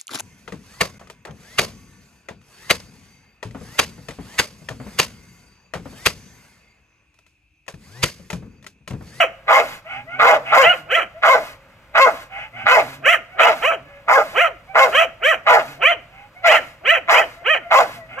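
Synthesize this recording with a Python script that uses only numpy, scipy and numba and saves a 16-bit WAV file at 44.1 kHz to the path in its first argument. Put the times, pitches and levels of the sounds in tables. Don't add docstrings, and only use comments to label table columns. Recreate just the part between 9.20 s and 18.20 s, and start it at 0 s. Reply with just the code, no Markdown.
import sys
import numpy as np
from scipy import signal
from scipy.fft import rfft, irfft, next_fast_len
from scipy.io import wavfile
from scipy.ndimage import uniform_filter1d, minimum_filter1d
from numba import njit

SR = 44100
rng = np.random.default_rng(int(sys.argv[2]) if len(sys.argv) > 2 else 0)


def store_pcm(level_fs):
    pcm = np.round(np.clip(level_fs, -1, 1) * 32767).astype(np.int16)
    wavfile.write(sys.argv[1], SR, np.atleast_2d(pcm).T)


N = 396900
TIME = np.arange(N) / SR

# (start_s, length_s, level_db, brightness_db,
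# hiss_db, crest_delay_s, crest_pitch_hz, clear_length_s, clear_roughness_0_to_1, opening_mouth_hz, puff_db)
BIG_DOG_BARKS = [(0.286, 0.14, -10.5, -7.5, -25, 0.072, 549.5, 0.042, 0.48, 1140, -31),
                 (0.999, 0.17, -9.5, -7.5, -27, 0.074, 500.5, 0.033, 0.62, 1250, -50.5),
                 (1.327, 0.13, -7, -8, -24.5, 0.077, 542, 0.053, 0, 1040, -36.5),
                 (2.034, 0.15, -10, -8, -25.5, 0.086, 535.6, 0.051, 0.17, 1250, -34.5),
                 (2.757, 0.14, -8.5, -9, -27.5, 0.07, 538, 0.0537, 0, 1370, -35),
                 (3.468, 0.15, -11.5, -5, -24.5, 0.066, 516.3, 0.05, 0.28, 1380, -34),
                 (4.195, 0.14, -13, -6.5, -26, 0.061, 498.6, 0.066, 0.66, 1140, -34.5),
                 (4.888, 0.13, -11, -9.5, -25.5, 0.068, 531.4, 0.044, 0.21, 1054, -34.5),
                 (5.557, 0.11, -7, -7.5, -24.5, 0.067, 535.4, 0.055, 0.17, 1046, -32.5),
                 (6.271, 0.14, -12, -5, -24.5, 0.059, 491.3, 0.084, 0.52, 970, -36.5),
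                 (7.247, 0.13, -13, -4, -20.5, 0.011, 699.3, 0.044, 0.31, 870, -43.5),
                 (7.889, 0.13, -14, -4.5, -19.5, 0.081, 486.2, 0.035, 0.74, 1170, -42),
                 (8.516, 0.12, -10.5, -8, -22.5, 0.067, 539.8, 0.028, 0.25, 1120, -35)]


def from_db(db):
    return 10 ** (np.asarray(db) / 20)


def rms_one(x):
    return x / np.sqrt(np.mean(x ** 2) + 1e-20)


def at_hz(points, hz):
    f, value = np.transpose(points)
    return np.interp(np.log(hz + 1), np.log(f), value)


def bins_hz(size):
    return np.arange(size // 2 + 1) * SR / size


def colour(x, spectrum):
    size = x.shape[-1]
    padded = next_fast_len(size + size // 16, real=True)
    gain = from_db(at_hz(spectrum, bins_hz(padded)))
    return irfft(rfft(x, padded) * gain, padded)[..., :size]


def band(x, low_hz, high_hz, order=4):
    limits = [low_hz, min(high_hz, SR / 2 - 1)]
    return signal.sosfilt(signal.butter(order, limits, "band", fs=SR, output="sos"), x)


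def wobble(size, per_s):
    knots = rng.standard_normal(size)
    return rms_one(np.interp(np.arange(size) * per_s / SR, np.arange(size), knots))


def even(x, size=500):
    return x / np.sqrt(np.abs(uniform_filter1d(x ** 2, size)) + 1e-9)


@njit
def resonate(x, hz, width_hz, sr):
    out, state = np.zeros(len(x)), 0j
    for i in range(len(x)):
        state = state * np.exp((-np.pi * width_hz[i] + 2j * np.pi * hz[i]) / sr) + x[i]
        out[i] = state.real
    return out


def outdoor_air():
    # (frequency_hz, relative_level_db)
    air_shape = [(15, -18), (25, 0), (36, -3.5), (50, 8.5), (66, -1.5), (119, 4.5), (209, -5.5),
                 (445, -13.5), (552, 0), (703, -11.5), (919, -9), (1380, -7), (1710, -12.5), (2490, -12),
                 (4040, -29), (12500, -55.5), (15500, -39.5)]
    level_db = -51
    shared = rng.standard_normal(N)
    each_side = .2 * rng.standard_normal((2, N))
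    return from_db(level_db) * rms_one(colour(shared + each_side, air_shape))


def scatter(x, spectrum, t60, build_s):
    # (frequency_hz, likeness_0_to_1)
    likeness = [(200, 0.84), (600, 0.89), (1300, 0.25), (4000, 0.1), (10000, 0)]
    t = TIME[:SR]
    alike = np.clip(at_hz(likeness, bins_hz(SR)), 0, 1)
    different_part = np.sqrt(1 - alike) * rfft(rng.standard_normal((2, SR)))
    shared_part = np.sqrt(alike) * rfft(rng.standard_normal(SR))
    swarm = irfft(different_part + shared_part, SR)
    swarm = rms_one(swarm * from_db(-60 * t / t60) * (1 - np.exp(-t / build_s))) / np.sqrt(SR)
    return signal.fftconvolve(colour(x, spectrum)[None], swarm, axes=1)[:, :N]


def yard(x):
    # (frequency_hz, level_db)
    nearby = [(150, -32), (500, -6.5), (1000, -4), (2500, -4), (5000, -2.5), (14000, -0.5)]
    # (frequency_hz, level_db)
    diffuse = [(150, -31.5), (500, -20), (1000, -19), (2200, -19), (3300, -20.5), (5000, -14), (14000, -30)]
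    return scatter(x, nearby, t60=0.049, build_s=0.0013) + scatter(x, diffuse, t60=0.43, build_s=0.0062)


def growls(fade_s=0.057):
    # (start_s, length_s, first_pitch_hz, last_pitch_hz, level_db)
    growl_rows = [(0.7, 0.82, 127.7, 157.2, -47), (1.48, 0.35, 150.3, 178, -55.5),
                  (3.3, 0.31, 114.2, 141, -50), (3.6, 0.3, 128.9, 160, -48.5), (4.57, 0.13, 141, 128, -49),
                  (6.22, 0.45, 128, 151.5, -52), (8.68, 0.74, 121.3, 130, -51)]
    out = np.zeros(N)
    for start, length, first_hz, last_hz, level_db in growl_rows:
        span = (TIME >= start) & (TIME < start + length)
        t = TIME[span] - start
        glide = first_hz + (last_hz - first_hz) * (t / length) ** 3
        pitch = glide * (1 + 0.063 * wobble(len(t), 113.2))
        phase = 2 * np.pi * np.cumsum(pitch) / SR
        tone = rms_one(np.sin(phase) + 0.58 * np.sin(2 * phase) + 0.31 * np.sin(3 * phase))
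        uneven = from_db(level_db + 4.1 * wobble(len(t), 40))
        out[span] += uneven * tone * np.clip(np.minimum(t, length - t) / fade_s, 0, 1)
    return out


def whines(wheeze_swell=1.6, second=.35, third=.6, fourth=.06, reference_db=-42, brightening=.7):
    # (start_s, end_s, first_pitch_hz, last_pitch_hz, tone_db, wheeze_db)
    whine_rows = [(0.084, 0.322, 527, 548, -53, -100.5), (0.639, 0.843, 588, 822, -36.5, -32.5),
                  (0.861, 1.027, 618, 770, -32.5, -39.5), (1.23, 1.401, 624, 727, -36.5, -25.5),
                  (1.932, 2.023, 577, 690, -43, -55), (2.296, 2.783, 560, 532, -57, -69),
                  (3.08, 3.307, 706.3, 869, -43.5, -33), (3.32, 3.497, 657, 800, -35.5, -34.5),
                  (4.075, 4.205, 675, 753, -42, -52), (4.592, 4.885, 585, 562, -49, -51),
                  (5.474, 5.553, 726, 780, -39, -85), (6.448, 6.597, 714.4, 710, -49, -84),
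                  (6.875, 7.097, 713, 824, -49.5, -48), (7.146, 7.244, 697, 755, -42.5, -61),
                  (8.148, 8.265, 665, 695, -43.5, -81), (8.391, 8.538, 744, 680, -39, -62),
                  (8.734, 8.901, 724, 636, -43.5, -63.5), (8.87, 9.005, 617, 744, -41, -39.5)]
    # (frequency_hz, relative_level_db)
    wheeze_colour = [(400, -27), (750, 9), (1000, -5), (1350, 6), (1700, 1), (2200, 11), (3000, 2),
                     (3700, -20.5), (7000, -30), (15000, -40)]
    out = np.zeros(N)
    air = rms_one(colour(rng.standard_normal(N), wheeze_colour))
    for start, end, first_hz, last_hz, tone_db, wheeze_db in whine_rows:
        span = (TIME >= start) & (TIME < end)
        progress = (TIME[span] - start) / (end - start)
        glide = last_hz + (first_hz - last_hz) * (1 - progress) ** 2
        pitch = glide * (1 + 0.0083 * wobble(len(progress), 121))
        phase = 2 * np.pi * np.cumsum(pitch) / SR
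        rich = from_db(brightening * (tone_db - reference_db))
        sizes = (1, rich * second, rich * third, rich * fourth)
        tone = rms_one(sum(size * np.sin(k * phase) * from_db(3.3 * wobble(len(phase), 39.7))
                           for k, size in enumerate(sizes, 1)))
        swell = np.abs(np.sin(np.pi * progress))
        out[span] += from_db(tone_db) * tone * swell
        out[span] += from_db(wheeze_db) * air[span] * swell ** wheeze_swell
    return out


def puffs(hold_s=0.12, fade_s=0.0743, build_s=0.035):
    # (frequency_hz, relative_level_db)
    puff_colour = [(200, -1.5), (450, -1.5), (1100, 2.5), (2200, 4.5), (3100, -3.5), (4000, -7),
                   (7000, -13.5), (10000, -17), (13000, -12), (15500, -34.5)]
    flow = np.zeros(N)
    for start, length, *_, puff_db in BIG_DOG_BARKS:
        since_end = TIME - start - length
        opening = np.interp(since_end, [-build_s, 0.01, hold_s, hold_s + fade_s], [0.073, 0.8, 0.72, 0.073])
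        flow += from_db(puff_db) * opening ** 2
    return from_db(0.8 * wobble(N, 70)) * flow * rms_one(colour(rng.standard_normal(N), puff_colour))


def folds(pitch, rough, jitter, shimmer_db, doubling, breath, flutter_db=4.5, count=14):
    size = len(pitch)
    unsteady = 1 + jitter * rough * wobble(size, 330) + 0.0076 * wobble(size, 89.3)
    phase = 2 * np.pi * np.cumsum(pitch * unsteady) / SR
    pulses = rms_one(sum(np.cos(k * phase + k * k / 2) * from_db(flutter_db * wobble(size, 48.9))
                         for k in range(1, count)))
    strength = from_db(shimmer_db * rough * wobble(size, 420)) * (1 + rough * doubling * np.cos(phase / 2))
    air = rms_one(band(rng.standard_normal(size), 158, 4900, order=2)) * (1 + 1.38 * np.cos(phase))
    return strength * (pulses + breath * rough * air)


def envelope(t, length, attack_s, attack_db, peak_share, swell_db, sag_db, close_s, close_db, tail_db_per_s):
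    peak = length * np.clip(peak_share, .05, .95)
    attack = attack_db * np.minimum(t / attack_s, 0)
    swelling = swell_db * np.clip(1 - t / peak, 0, 1) ** 2
    sagging = sag_db * np.clip((t - peak) / (length - peak), 0, 1) ** 2
    held = swelling + sagging
    release = close_db * np.clip((t - length) / close_s, 0, 1) + tail_db_per_s * np.maximum(t - length, 0)
    return attack - held - release


def bark(row, throat, hiss_colour, chest_shape, body_shape, edge_shape, rise_s, fall_s, clear_lead_s,
         mouth_hz, mouth_close_s, harsh_start, harsh_end, jitter, shimmer_db, doubling, breath, leak,
         clear_width_hz, mouth_width_hz, chest_db, body_db, edge_db, shake_db, groan_db, slack_s,
         hiss_gain_db, hiss_build_s, rasp):
    start, length, level_db, bright_db, hiss_db, crest, crest_hz, clear_length, clear_rough = row
    first = int(max(start - .05, 0) * SR)
    t = (first + np.arange(16384)) / SR - start
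    chest_force, body_force, edge_force = (
        level_db + envelope(t, length, **shape) + shake_db * wobble(len(t), 91.3)
        for shape in (chest_shape, body_shape, edge_shape))
    pitch = crest_hz / (1 + ((t - crest) / np.where(t < crest, rise_s, fall_s)) ** 2)
    rough = np.interp(t - crest + clear_lead_s, [-.009, 0, clear_length, clear_length + 0.011],
                      [harsh_start, clear_rough, clear_rough, harsh_end])
    leaking = leak * rms_one(band(rng.standard_normal(len(t)), 1540, 3400, order=2))
    voice = colour(folds(pitch, rough, jitter, shimmer_db, doubling, breath) + leaking, throat)
    chest = from_db(chest_force + chest_db) * even(band(voice, 263, 714))
    centre_hz = mouth_hz * np.exp(-t / mouth_close_s)
    width_hz = clear_width_hz + rough * mouth_width_hz
    body = from_db(body_force + body_db) * even(resonate(band(voice, 604, 1595), centre_hz, width_hz, SR))
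    edge = from_db(edge_force + bright_db + edge_db) * even(band(voice, 1630, 4060, order=5))
    phase = 2 * np.pi * np.cumsum(pitch * (1 + 0.048 * wobble(len(t), 308.7))) / SR
    slack = np.interp(t, [-.012, 0, crest, length, length + slack_s], [0, 1, 0, 1, 0])
    hum = np.sin(phase) + 0.67 * np.sin(2 * phase)
    groan = from_db(groan_db) * slack * pitch / crest_hz * hum
    rush = from_db(edge_force + hiss_db + hiss_gain_db) * np.clip(t / hiss_build_s, .2, 1)
    rasping = 1 + rasp * np.cos(phase / 2)
    hiss = rush * rms_one(colour(rng.standard_normal(len(t)), hiss_colour) * rasping)
    return first, chest + body + edge + hiss + groan


def dog(barks):
    out = np.zeros(N)
    for first, sound in barks:
        out[first:first + len(sound)] += sound[:N - first]
    return out * np.clip(np.minimum(TIME, TIME[::-1]) / .006, 0, 1)


def high_dog():
    # (start_s, length_s, level_db, brightness_db, hiss_db,
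    # crest_delay_s, crest_pitch_hz, clear_length_s, clear_roughness_0_to_1, rise_from_half_s, fall_to_half_s)
    bark_rows = [(-0.05, 0.098, -9.5, -2, -27.5, 0.055, 687, 0.0609, 0.37, 0.086, 0.067),
                 (1.429, 0.11, -12, -1.5, -36, 0.084, 728.6, 0.073, 0.18, 0.16, 0.048),
                 (1.705, 0.13, -17, -2, -29, 0.073, 691.6, 0.05, 0.17, 0.086, 0.051),
                 (3.852, 0.11, -13, 0, -24, 0.069, 702.5, 0.063, 0.16, 0.097, 0.063),
                 (4.195, 0.097, -11, -4.5, -28, 0.075, 713, 0.1, 0.39, 0.1117, 0.059),
                 (4.428, 0.12, -14.5, -6, -31, 0.066, 648, 0.066, 0.16, 0.091, 0.081),
                 (5.161, 0.12, -13, -3, -30, 0.067, 703.4, 0.07, 0.25, 0.075, 0.12),
                 (5.737, 0.11, -11.5, -3, -27.5, 0.082, 689.7, 0.042, 0.16, 0.12, 0.05),
                 (6.033, 0.12, -14.5, -1.5, -26.5, 0.07, 650, 0.086, 0.09, 0.11, 0.053),
                 (6.623, 0.11, -14, 1.5, -31, 0.08, 688.5, 0.0684, 0.09, 0.11, 0.071),
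                 (7.272, 0.11, -15, 5, -23, 0.069, 707, 0.073, 0.23, 0.104, 0.088),
                 (7.662, 0.12, -14.5, 2.5, -28.5, 0.069, 673, 0.0628, 0.12, 0.099, 0.079),
                 (7.938, 0.095, -16, 1, -30, 0.068, 650, 0.07, 0.26, 0.11, 0.07),
                 (8.262, 0.11, -15.5, -0.5, -34, 0.056, 635.3, 0.0853, 0.05, 0.082, 0.09),
                 (8.987, 0.16, -17.5, -8.5, -28, 0.067, 687, 0.05, 0.42, 0.14, 0.07)]
    # (frequency_hz, level_db)
    throat = [(200, -24), (330, -13.5), (480, -7), (660, 12.5), (950, -7.5), (1350, 10.5), (1700, 3.5),
              (2050, 9.5), (2600, 9), (2850, 7), (3130, 8), (3350, -14), (3700, -21.5)]
    # (frequency_hz, relative_level_db)
    hiss_colour = [(2240, -42.5), (3800, -1), (4100, -16.5), (4980, -16), (5910, 3.5), (6410, -4.5),
                   (7520, -0.5), (8120, -8), (8860, -3.5), (9910, -10.5), (12100, -4), (13400, -13.5),
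                   (15500, -19)]
    chest_shape = dict(attack_s=0.037, attack_db=12, peak_share=0.2, swell_db=12.5, sag_db=5.5, close_s=0.024, close_db=11, tail_db_per_s=218.5)
    body_shape = dict(attack_s=0.018, attack_db=19, peak_share=0.72, swell_db=5, sag_db=14, close_s=0.017, close_db=7, tail_db_per_s=280)
    edge_shape = dict(attack_s=0.015, attack_db=20.5, peak_share=0.27, swell_db=8.5, sag_db=11.5, close_s=0.014, close_db=10, tail_db_per_s=313)
    tear = dict(harsh_start=.4, harsh_end=.6, jitter=.05, shimmer_db=3.3, doubling=1.1, breath=.5, leak=.11)
    mouth = dict(mouth_hz=1506, mouth_close_s=4.5, clear_width_hz=1000, mouth_width_hz=100)
    levels = dict(chest_db=-6.0, body_db=-4.0, edge_db=0, shake_db=2.16, groan_db=-38.5, hiss_gain_db=0.5)
    timing = dict(clear_lead_s=0.068, slack_s=.13, hiss_build_s=0.0069)
    return dog(bark(row, throat, hiss_colour, chest_shape, body_shape, edge_shape, rise_s=rise_s, fall_s=fall_s,
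                    rasp=0.28, **tear, **mouth, **levels, **timing)
               for *row, rise_s, fall_s in bark_rows)


def deep_dog():
    # (frequency_hz, level_db)
    throat = [(200, -16), (350, -19), (450, -5), (540, -3), (680, 4), (880, -2), (1060, 3), (1400, 5.5),
              (1700, 1.5), (2050, 3.5), (2600, -6.5), (3100, -12.5), (3600, -17)]
    # (frequency_hz, relative_level_db)
    hiss_colour = [(2060, -38), (3500, -29), (3770, -9), (4010, -10), (4720, -0.5), (5760, -2.5),
                   (6250, -7), (7070, -3.5), (8260, -13.5), (10200, -15), (11900, -11), (13300, -11.5),
                   (15500, -28)]
    chest_shape = dict(attack_s=0.013, attack_db=14.5, peak_share=0.73, swell_db=10, sag_db=8, close_s=0.075, close_db=12, tail_db_per_s=155)
    body_shape = dict(attack_s=0.009, attack_db=22, peak_share=0.4, swell_db=3.5, sag_db=13, close_s=0.024, close_db=9.5, tail_db_per_s=187)
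    edge_shape = dict(attack_s=0.013, attack_db=23, peak_share=0.22, swell_db=2.5, sag_db=13, close_s=0.014, close_db=17, tail_db_per_s=217.5)
    tear = dict(harsh_start=.95, harsh_end=.75, jitter=.085, shimmer_db=3.8, doubling=.95, breath=.45, leak=.28)
    mouth = dict(mouth_close_s=0.34, clear_width_hz=160, mouth_width_hz=410)
    levels = dict(chest_db=-7.5, body_db=1.0, edge_db=3, shake_db=2.0, groan_db=-37.5, hiss_gain_db=3.0)
    timing = dict(rise_s=0.14, fall_s=0.115, clear_lead_s=0.0244, slack_s=.1, hiss_build_s=0.032)
    return dog(bark(row, throat, hiss_colour, chest_shape, body_shape, edge_shape, mouth_hz=mouth_hz,
                    rasp=0.23, **tear, **mouth, **levels, **timing)
               for *row, mouth_hz, _ in BIG_DOG_BARKS)


def ports(x, lead, balance):
    hz = bins_hz(2 * N)
    tilt = from_db(at_hz(balance, hz) / 2) * np.exp(.5j * at_hz(lead, hz))
    return irfft(rfft(x, 2 * N) * np.array([tilt, 1 / tilt]))[:, :N]


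def scene():
    # (frequency_hz, lead_radians)
    deep_lead = [(100, 0), (260, 0.1), (400, -0.4), (700, -0.1), (900, 0.9), (1300, 1.0), (1700, 1.8),
                 (2500, 1.9), (4000, 2.9), (7000, 6.5), (15000, 12.0)]
    high_lead = [(100, 0), (300, 0), (600, -0.7), (850, -0.9), (1100, 0.2), (1400, -1.3), (1900, 0.3),
                 (2600, 0.8), (4000, 0), (6000, -1.3), (9000, 2.8)]
    # (frequency_hz, left_minus_right_db)
    deep_balance = [(100, -0.5), (270, -4), (420, 7), (800, -7), (1000, -3.5), (1300, -1.5), (1900, 1.5),
                    (2400, -1.5), (5000, -1), (8500, 3), (13000, -4)]
    high_balance = [(100, -6.5), (450, 3), (750, 0.5), (950, -15), (1350, 1), (1800, -7), (2700, -0.5),
                    (7000, -6.5), (8400, 5), (13000, -12)]
    near = deep_dog() + puffs() + whines() + growls()
    other = high_dog()
    near_sound = ports(near, deep_lead, deep_balance) + yard(near)
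    other_sound = ports(other, high_lead, high_balance) + yard(other)
    return near_sound + other_sound + outdoor_air()


def record(dry):
    cutoff_hz = 15700
    allowed = 1 / np.maximum(np.abs(dry).max(axis=0), 1)
    gain = uniform_filter1d(minimum_filter1d(allowed, size=301), size=201)
    return signal.sosfilt(signal.ellip(10, .1, 80, cutoff_hz, fs=SR, output="sos"), dry * gain)


dry = scene()
out = record(dry)
store_pcm(out)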